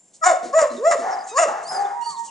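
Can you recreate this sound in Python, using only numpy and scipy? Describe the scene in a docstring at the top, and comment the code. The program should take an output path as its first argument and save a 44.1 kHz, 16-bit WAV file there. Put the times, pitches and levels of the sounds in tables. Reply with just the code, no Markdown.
"""A dog barks four times at a kennel fence, close by: vocal partials in three throat registers, broken into
half-pitch tones and rasp partway through, with low grunts mostly after the barks, a groan and soft paw falls.
Dogs farther off answer with hoarse barks of tone and noise, mostly echo. Howls and whistles glide, the whistles
with sidebands; squeaks are grainy with their octave, a whimper is rich in overtones, and noise hisses around them.
Decaying noise makes the echo of the concrete pens; coloured noise makes a faint outdoor air that slowly grows."""
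import sys
import numpy as np
from scipy import signal
from scipy.fft import rfft, irfft, next_fast_len
from scipy.io import wavfile
from scipy.ndimage import uniform_filter1d, map_coordinates

SR = 44100
rng = np.random.default_rng(int(sys.argv[2]) if len(sys.argv) > 2 else 0)


def int16_out(signal):
    """Quantize to a 16-bit WAV file."""
    q = np.round(np.clip(np.atleast_2d(signal).T, -1, 1) * 32767)
    wavfile.write(sys.argv[1], SR, q.astype(np.int16))


N = 101430  # samples

# All source levels below are set ahead of the trims, flutter and echo sends in the functions.
# near barks: breakpoints (t/s, pitch f/Hz, fundamental level/dB, overtone level/dB, treble level/dB)
BARK_A = [(0.215, 658.3, -43, -41.5, -64.5), (0.234, 631.3, -29.5, -16, -32.5),
          (.25, 671.3, -28.5, -19.5, -23.5), (0.266, 743.2, -12, -19, -20.5),
          (0.288, 724.3, -12.5, -21, -29.5), (0.317, 647, -15.5, -27.5, -31),
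          (0.337, 517, -27, -43.5, -62.5)]
BARK_B = [(0.528, 525, -41, -37.5, -43.5), (.54, 562, -19, -17.5, -39.5),
          (0.556, 640.5, -13.5, -30.5, -30.5), (0.582, 649.2, -9.5, -24.5, -26.5),
          (0.6, 628.1, -22.5, -16.5, -26), (.622, 615.8, -13, -28, -26), (.642, 542.6, -19.5, -22.5, -47),
          (0.663, 495, -35, -32.5, -48)]
BARK_C = [(.778, 362.6, -36, -78, -53), (0.823, 484.6, -27, -44, -59), (0.856, 628.2, -18, -24, -35.5),
          (0.878, 677.6, -11, -28, -33.5), (.902, 690.3, -12.5, -39.5, -37.5),
          (0.918, 657.2, -18.5, -18.5, -26.5), (.935, 595.4, -25.5, -26.5, -34),
          (0.956, 517.5, -22, -34.5, -48.5)]
BARK_D = [(1.315, 402, -37.5, -43, -59), (1.353, 517.3, -34, -30.5, -47.5),
          (1.374, 558.8, -23.5, -14.5, -21.5), (1.388, 656.5, -17.5, -14, -20.5),
          (1.406, 701.5, -9.5, -25, -25), (1.436, 636.3, -19, -20.5, -26), (1.461, 514, -20.5, -31, -50.5)]
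# how each bark breaks (break t/s, rasp before level/dB, rasp after level/dB, half-pitch tone level/dB,
# bark gain level/dB, lift of the snarl resonance level/dB)
BREAKS = [(0.24, -31, -3, -2, 0, -4), (.58, -16, -3, -7, -0.5, 0), (.904, -13, 2, -11, 1.5, 0),
          (1.381, -14, -10, -6, -1, 9)]
BREAK_S, SHIMMER_DB = 0.0033, 3.5
JITTER_CLEAN, JITTER_ROUGH = 0.00407, 0.013  # fraction of the pitch; the break adds the rough part
CHEST_DB, TREBLE_DB = -1, -1  # register trims
# added to each bark's rasp and half-pitch levels, by register
CHEST_RASP_DB, MOUTH_RASP_DB, TREBLE_RASP_DB = -24, -5, 4.5
CHEST_HALF_DB, TREBLE_HALF_DB = -25.5, 2
# resonances of the throat in three registers (f/Hz, level/dB)
CHEST = [(120, -98.5), (270, -48), (370, -14), (450, -24), (680, 4.5), (900, 11), (1250, -57)]
MOUTH = [(500, -75), (870, -10), (1100, 4), (1310, -0.5), (1560, -7.5), (1950, -5), (2300, -14.5),
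         (2800, -18.5), (3250, -28), (3650, -22), (4500, -29), (6000, -61)]
TREBLE = [(2800, -47), (4000, -18.5), (5200, -8.5), (6300, -7.5), (6800, -2.5), (7150, 5), (7600, -7.5),
          (8600, -9), (10300, -27.5)]
TREBLE_FOCUS = 1.33  # the tone rings the top resonance more sharply than the rasp does
SNARL_HZ, SNARL_WIDTH_HZ = 2800, 300
DULL_BELOW_DB, DULL_PER_DB = -10, 1  # a softer voice loses overtones (dB per octave for each dB)
STRAY_HZ, STRAY_DB = 9000, 3.5  # partials stray in level and phase, more so the higher they lie

# low grunts, mostly after the barks (t/s, length/s, level/dB)
GRUNTS = [(0.423, 0.068, -36), (0.705, 0.081, -40.5), (0.984, 0.048, -34.5), (1.462, 0.062, -40.5)]
GRUNT_HZ, GRUNT_RASP_DB = 246, 0.5
# resonances of the grunting throat (f/Hz, level/dB)
GRUNT_THROAT = [(60, -56), (190, -6), (250, -10.5), (340, 5.5), (470, -3), (800, -34.5), (2000, -22),
                (3200, -22), (7000, -12.5), (10000, -28)]
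# low groan of the near dog (t/s, pitch f/Hz, level/dB)
GROAN = [(.705, 275, -39), (.725, 238, -35.5), (.775, 241.2, -37), (.812, 286, -52)]
# soft paw falls on concrete (t/s, level/dB)
PAWS = [(1.68, -52), (1.788, -55), (2.087, -53.5)]
# spectrum of a paw fall (f/Hz, level/dB)
PAW_COLOUR = [(90, -21), (160, 2), (300, -19.5), (2000, -52.5)]

# far barks (t/s, length/s, top pitch f/Hz, level/dB)
FAR_BARKS = [(1.021, 0.1138, 793.2, -23), (1.095, 0.081, 710, -31.5), (1.474, 0.054, 830, -22),
             (1.525, 0.0983, 692.5, -29), (1.7, 0.0993, 767, -25), (1.79, 0.1165, 815.7, -29.5)]
FAR_ARCH = 0.051  # fraction of the pitch lost at both ends
FAR_RASP_DB, FAR_WET_DB, FAR_DRY_DB = 0, -3, -4
# throat resonances of the far dogs (f/Hz, level/dB)
FAR_THROAT = [(100, -103), (280, -42), (390, -10), (560, -12.5), (780, 4), (1000, -4), (1200, -5),
              (1500, -5.5), (1900, -11), (2600, -30), (3500, -37.5), (6500, -21), (10000, -46.5)]

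# howls (t/s, pitch f/Hz, level/dB)
HOWL_LOW = [(1.76, 770, -35), (1.81, 813.5, -17.5), (1.88, 803.7, -42), (1.95, 809.4, -33),
            (1.99, 788, -45), (2.05, 765, -43)]
HOWL_UNDERTONE = [(1.729, 395, -50), (1.78, 402.7, -38), (1.884, 388, -53)]
HOWL_HIGH = [(1.93, 909, -34), (1.96, 959.3, -32.5), (2.032, 942, -22.5), (2.048, 943, -44.5),
             (2.069, 927, -24.5), (2.149, 936, -41), (2.199, 926.3, -25), (2.263, 929, -34),
             (2.286, 892, -44)]
HOWL_FALLING = [(2.058, 1240, -46), (2.084, 1265, -40.5), (2.111, 1175, -37.5), (2.153, 1049, -34.5),
                (2.175, 920, -48)]
# harmonics of a howl or groan, from the fundamental up (level/dB)
HOWL_OVERTONES = [-3, -31]
# pan of the low howl, its undertone, the high and the falling howl (left minus right level/dB)
HOWL_PANS = [3, -2, -13.5, -5]
HOWL_WAVER, HOWL_WET_DB = 0.0027, -6  # waver: fraction of the pitch

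# whistling whines, one list for each (t/s, pitch f/Hz, level/dB)
WHISTLES = [
    [(-.01, 7230, -52), (.14, 7520, -68)],
    [(1.645, 4330, -54.5), (1.697, 5110, -30), (1.725, 5160, -38), (1.755, 4980, -32), (1.785, 4700, -43.5),
     (1.825, 4480, -57)],
    [(2.02, 4330, -53), (2.05, 4520, -42), (2.075, 4540, -35), (2.11, 4520, -37), (2.135, 4420, -50),
     (2.19, 4260, -50.5)],
]
# harmonics of a whistle, from the fundamental up (level/dB)
WHISTLE_OVERTONES = [0.39, -12]
WHISTLE_WAVER, WHISTLE_FLUTTER_DB = .011, 2.5  # waver: fraction of the pitch
WHISTLE_BEAT_HZ, WHISTLE_BEAT_DB = 1280, -16.5
WHISTLE_SMEAR_S, WHISTLE_WET_DB = 0.0099, -12.5
# short grainy squeaks and, at 2.01 s, a brief third harmonic of the high howl
# (t/s, length/s, first f/Hz, last f/Hz, level/dB)
SQUEAKS = [(.7, 0.035, 4100, 4060, -45.5), (0.764, 0.024, 3840, 3610, -43.5),
           (1.104, 0.051, 5580, 5150, -39), (1.186, 0.044, 5030, 4880, -43.5),
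           (1.241, 0.015, 6430, 7020, -37), (1.848, 0.015, 3540, 3570, -43), (2.01, 0.05, 2810, 2883, -47),
           (2.147, 0.03, 4460, 3550, -48), (2.276, 0.024, 3100, 2700, -49)]
SQUEAK_WAVER, SQUEAK_WAVER_HZ = .04, 1500  # fraction of the pitch, rate
SQUEAK_OCTAVE_DB, SQUEAK_TOP_HZ = -7, 8500
# thin nasal whimper as the last bark begins (t/s, pitch f/Hz, level/dB)
WHIMPER = [(1.29, 1284, -49.5), (1.345, 1246, -50.5)]
# harmonics of the whimper, from the fundamental up (level/dB)
WHIMPER_OVERTONES = [-10, -2, -1.5, -4.5, 1]
# brief airy hisses, mostly around the whines (t/s, length/s, level/dB)
HISSES = [(0.125, 0.057, -54.5), (1.26, 0.22, -49.5), (1.619, 0.22, -48), (2.006, 0.3, -45)]
# spectrum of a hiss (f/Hz, level/dB)
HISS_COLOUR = [(1500, -29.5), (3500, -5), (5200, 0), (7200, 11), (9000, 2), (10500, -17.5)]

# reflections from the nearest walls (delay t/s, level/dB)
WALLS = [(.0062, -26.5), (.017, -11), (.031, -22), (.056, -18), (.088, -23.5)]
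# decay of the pens' echo to -60 dB (f/Hz, t60 t/s)
PENS_DECAY = [(150, 0.98), (700, 0.6), (1800, 0.76), (3500, 0.58), (7000, 0.45), (10000, 0.26)]
# spectrum of the pens' echo (f/Hz, level/dB)
PENS_COLOUR = [(150, -7), (700, 5), (1800, -0.5), (3500, 6), (7000, -3), (10000, 8.5)]
NEAR_WET_DB, TAIL_RISE_S, TAIL_SIDE_DB = -9, 0.0087, -9
# spectrum of the outdoor air (f/Hz, level/dB)
AIR = [(80, -14.5), (200, 1), (400, -4), (700, -2), (1200, -14.5), (4500, -18), (7200, -4), (10500, -17)]
AIR_DB, AIR_GROWS_DB = -58, 5  # at the start, rise to the end
# stereo balance (f/Hz, left minus right level/dB)
BALANCE_LR = [(150, 2.5), (330, -4.5), (620, 1), (1050, 3), (1850, 0), (3200, 0)]
# stereo phase (f/Hz, left lead/rad)
PHASE_LR = [(300, 0.21), (600, 0.28), (860, 0.95), (1120, 0.57), (1380, 2), (1900, -0.46), (3300, 0.3),
            (8000, 0.47)]
TOP_HZ = 10600


def amp(db):
    """Decibels to gain."""
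    return 10 ** (np.asarray(db) / 20)


def unit(x):
    """Scale to rms 1."""
    return x / np.sqrt(np.mean(x ** 2) + 1e-20)


def along(points, hz):
    """(Hz, value) points read on a log frequency axis."""
    f, v = np.transpose(points)
    return np.interp(np.log(hz + 1), np.log(f + 1), v)


def clock():
    """Time of every sample in seconds."""
    return np.arange(N) / SR


def curves(rows, fade_s=0.0044, size=200):
    """A gate over the rows' span, then each column per sample, rounded over size samples."""
    s, *columns = np.transpose(rows)
    t = clock()
    gate = np.clip(np.minimum(t - s[0], s[-1] - t) / fade_s + .5, 0, 1)
    return [gate] + [uniform_filter1d(np.interp(t, s, column), size=size) for column in columns]


def swell(start, length, attack_s, release_s):
    """Attack, hold and release; the release is centred on the end of the length."""
    t = clock() - start
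    return np.clip(np.minimum(t / attack_s, (length - t) / release_s + .5), 0, 1)


def wobble(rate):
    """A smooth random curve, rate knots a second."""
    knots = rng.standard_normal(int(N * rate / SR) + 4)
    return map_coordinates(knots, [clock() * rate], order=2)


def filtered(x, response):
    """x times a response of frequency."""
    m = next_fast_len(N + 8192)
    return irfft(rfft(x, m) * response(np.fft.rfftfreq(m, 1 / SR)), m)[..., :N]


def noise(colour):
    """Coloured noise of rms 1."""
    return unit(filtered(rng.standard_normal(N), lambda hz: amp(along(colour, hz))))


def cycles(pitch):
    """Running phase of a pitch curve."""
    return 2 * np.pi * np.cumsum(pitch) / SR


def voiced(pitch, gate, throat, multiples, dull=0):
    """Partials weighted by the throat, levelled near rms 1 while the gate is open; high ones stray more."""
    on, out = gate > 0, np.zeros(N)
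    k = np.asarray(multiples)[:, None]
    hz, t = k * pitch[on], clock()[on]

    def stray(rate):
        """An independent random curve for each partial, wider with frequency."""
        knots = rng.standard_normal((len(k), 1024))
        paths = np.array([map_coordinates(row, [t * rate], order=2) for row in knots])
        return paths * np.sqrt(hz / STRAY_HZ)

    tilt_db = (dull * gate)[on] * np.log2(k)
    weight = amp(along(throat, hz) + STRAY_DB * stray(70) - tilt_db)
    start_phase = rng.uniform(0, 2 * np.pi, k.shape)
    waves = np.sin(k * cycles(pitch)[on] + start_phase + hz / STRAY_HZ * stray(260))
    out[on] = (weight * waves).sum(0) / np.sqrt((weight ** 2).sum(0) / 2)
    return out


def rasp(pitch, throat, depth=0.22):
    """Turbulence in the throat, puffed by every other cycle of the folds."""
    return unit(noise(throat) * (1 + depth * np.sin(cycles(pitch) / 2)))


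def bark(rows, break_s, clean_db, rough_db, half_db, gain_db, snarl_db):
    """An arched call whose folds break into period doubling and a changed level of rasp."""
    gate, pitch, chest_db, mouth_db, treble_db = curves(rows)
    broken = np.clip((clock() - break_s) / BREAK_S + .5, 0, 1)
    pitch = pitch * (1 + (JITTER_CLEAN + JITTER_ROUGH * broken) * wobble(350))
    rasp_db = clean_db + (rough_db - clean_db) * broken
    dull = DULL_PER_DB * np.maximum(DULL_BELOW_DB - chest_db, 0)
    mouth = [(hz, db + snarl_db * np.exp(-((hz - SNARL_HZ) / SNARL_WIDTH_HZ) ** 2)) for hz, db in MOUTH]
    # throat, focus, harmonics, level, added rasp, added half-pitch tone
    registers = [
        (CHEST, 1, np.arange(1, 2), chest_db + CHEST_DB, CHEST_RASP_DB, CHEST_HALF_DB),
        (mouth, 1, np.arange(2, 9), mouth_db, MOUTH_RASP_DB, 0),
        (TREBLE, TREBLE_FOCUS, np.arange(8, 20), treble_db + TREBLE_DB, TREBLE_RASP_DB, TREBLE_HALF_DB)]
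    out = np.zeros(N)
    for throat, focus, k, level_db, more_rasp_db, more_half_db in registers:
        air = amp(rasp_db + more_rasp_db)
        half = broken * amp(half_db + more_half_db)
        rung = [(hz, focus * db) for hz, db in throat]
        wave = voiced(pitch, gate, rung, k, dull)
        wave = wave + half * voiced(pitch, gate, rung, k - .5)  # period doubling
        wave = wave + air * rasp(pitch, throat)
        out += amp(level_db) * wave / np.sqrt(1 + air ** 2 + half ** 2)
    shimmer_db = SHIMMER_DB * broken * np.tanh(wobble(220))
    return out * gate * amp(gain_db + shimmer_db)


def grunts():
    """A low, loose rattle of the throat: four unsteady harmonics mixed with rasp."""
    level = sum(amp(db) * swell(s, length, attack_s=0.011, release_s=0.069) for s, length, db in GRUNTS)
    pitch = GRUNT_HZ * (1 + 0.068 * wobble(120))
    tone = voiced(pitch, np.ones(N), GRUNT_THROAT, np.arange(1, 5))
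    return level * unit(tone + amp(GRUNT_RASP_DB) * rasp(pitch, GRUNT_THROAT))


def near_dog():
    """Barks, grunts and a groan, thrown back by the nearest walls and the pens."""
    x = grunts() + whine(GROAN, HOWL_OVERTONES, JITTER_ROUGH)
    for rows, how in zip([BARK_A, BARK_B, BARK_C, BARK_D], BREAKS):
        x = x + bark(rows, *how)
    # each wall is a delayed copy, made by a phase slope
    walls = filtered(x, lambda hz: sum(amp(db) * np.exp(-2j * np.pi * hz * s) for s, db in WALLS))
    return x + walls + amp(NEAR_WET_DB) * pens(x)


def paws():
    """Padded steps of the near dog: soft swells of low noise."""
    level = sum(amp(db) * swell(s, 0.046, attack_s=0.03, release_s=0.059) for s, db in PAWS)
    return noise(PAW_COLOUR) * level


def far_dogs():
    """Hoarse arched barks, a fundamental mixed with rasp, much of them echo."""
    x = np.zeros(N)
    air = amp(FAR_RASP_DB)
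    for s, length, top_hz, db in FAR_BARKS:
        gate = swell(s, length, attack_s=0.011, release_s=0.081)
        arch = np.clip(2 * (clock() - s) / length - 1, -1, 1) ** 2
        pitch = top_hz * (1 - FAR_ARCH * arch + 0.03017 * wobble(200))
        tone = voiced(pitch, gate, FAR_THROAT, np.arange(1, 2))
        x += amp(db) * gate * (tone + air * rasp(pitch, FAR_THROAT)) / np.hypot(1, air)
    return amp(FAR_DRY_DB) * x + amp(FAR_WET_DB) * pens(x)


def whine(rows, overtones, waver, size=200):
    """A slightly unsteady tone: a few harmonics on one gliding phase."""
    gate, pitch, db = curves(rows, size=size)
    phase = cycles(pitch * (1 + waver * wobble(400)))
    harmonics = sum(amp(level) * np.sin(k * phase) for k, level in enumerate(overtones, 1))
    return gate * amp(db) * np.sqrt(2) * harmonics


def whistle(rows):
    """A nasal whistle; a second, lower oscillation adds two sidebands above it."""
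    gate, pitch, db = curves(rows)
    beat = WHISTLE_BEAT_HZ * (1 + 0.043 * wobble(900))
    sidebands = sum(np.sin(cycles(pitch + k * beat)) for k in (1, 2))
    tone = whine(rows, WHISTLE_OVERTONES, WHISTLE_WAVER, size=800)
    return tone + gate * amp(db + WHISTLE_BEAT_DB) * sidebands


def squeaks():
    """Brief glides with their octave, one of them a howl's third harmonic, made grainy by fast pitch waver."""
    x = np.zeros(N)
    for s, length, first_hz, last_hz, db in SQUEAKS:
        glide = np.interp(clock(), [s, s + length], [first_hz, last_hz])
        phase = cycles(glide * (1 + SQUEAK_WAVER * wobble(SQUEAK_WAVER_HZ)))
        tone = np.sin(phase) + amp(SQUEAK_OCTAVE_DB) * np.sin(2 * phase)
        x += amp(db) * swell(s, length, attack_s=0.0032, release_s=0.027) * tone
    return filtered(x, lambda hz: 1 / (1 + (hz / SQUEAK_TOP_HZ) ** 10))


def hisses():
    """Brief airy swells of bright, fluttering noise."""
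    air = noise(HISS_COLOUR)
    level = sum(amp(db) * swell(s, length, attack_s=0.013, release_s=0.029) for s, length, db in HISSES)
    return air * level * amp(-2.5 + 4.3 * wobble(50))


def whining_dogs():
    """Howls panned across several pens, and high whistles, squeaks and a whimper with hiss."""
    ports = np.array([[.5], [-.5]])
    howl_rows = [HOWL_LOW, HOWL_UNDERTONE, HOWL_HIGH, HOWL_FALLING]
    howls = [whine(rows, HOWL_OVERTONES, HOWL_WAVER) for rows in howl_rows]
    placed = sum(howl * amp(pan_db * ports) for howl, pan_db in zip(howls, HOWL_PANS))
    whines = sum(whistle(rows) for rows in WHISTLES) + squeaks()
    whines = whines + whine(WHIMPER, WHIMPER_OVERTONES, WHISTLE_WAVER)
    high = whines * amp(-2.0 + WHISTLE_FLUTTER_DB * wobble(160)) + hisses()
    echo = amp(HOWL_WET_DB) * pens(sum(howls)) + amp(WHISTLE_WET_DB) * pens(high)
    return placed + high + amp(-8.0) * scattered(high) + echo


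def scattered(x):
    """A short stereo smear from the ground and the fence: fast-decaying noise as impulse response."""
    t = np.arange(SR // 10) / SR
    spread = rng.standard_normal((2, len(t))) * np.exp(-t / WHISTLE_SMEAR_S)
    return signal.fftconvolve(x[None], spread / np.linalg.norm(spread[0]), axes=1)[:, :N]


def pens(x):
    """The diffuse stereo echo of the concrete pens: noise decaying at its own rate in each band."""
    hz, t, z = signal.stft(rng.standard_normal((2, SR)), SR, nperseg=256)
    decay_db = 60 * t / along(PENS_DECAY, hz)[:, None]
    rise = 1 - np.exp(-t / TAIL_RISE_S)
    shape = amp(along(PENS_COLOUR, hz)[:, None] - decay_db) * rise
    tail = signal.istft(z * shape, SR, nperseg=256)[1]
    mid, side = signal.fftconvolve(x[None], tail / np.linalg.norm(tail[0]), axes=1)[:, :N]
    return np.array([mid + amp(TAIL_SIDE_DB) * side, mid - amp(TAIL_SIDE_DB) * side])


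def background():
    """Faint outdoor air: wide coloured noise, slowly growing and gently wavering."""
    mid, side = noise(AIR), amp(-10.0) * noise(AIR)
    level_db = AIR_DB + AIR_GROWS_DB * np.linspace(0, 1, N) + 2.1 * wobble(5.1)
    return np.array([mid + side, mid - side]) * amp(level_db)


def scene():
    """All the dogs and the yard."""
    return near_dog() + paws() + far_dogs() + whining_dogs() + background()


def record(dry):
    """Two microphone ports differ in gain and phase; nothing passes above the band limit."""
    ports = np.array([[.5], [-.5]])

    def response(hz):
        """Half of each difference goes to either side."""
        gain = amp(ports * along(BALANCE_LR, hz))
        turn = np.exp(1j * ports * along(PHASE_LR, hz))
        return gain * turn * (hz < TOP_HZ)

    return filtered(dry, response)


dry = scene()
out = record(dry)
int16_out(out)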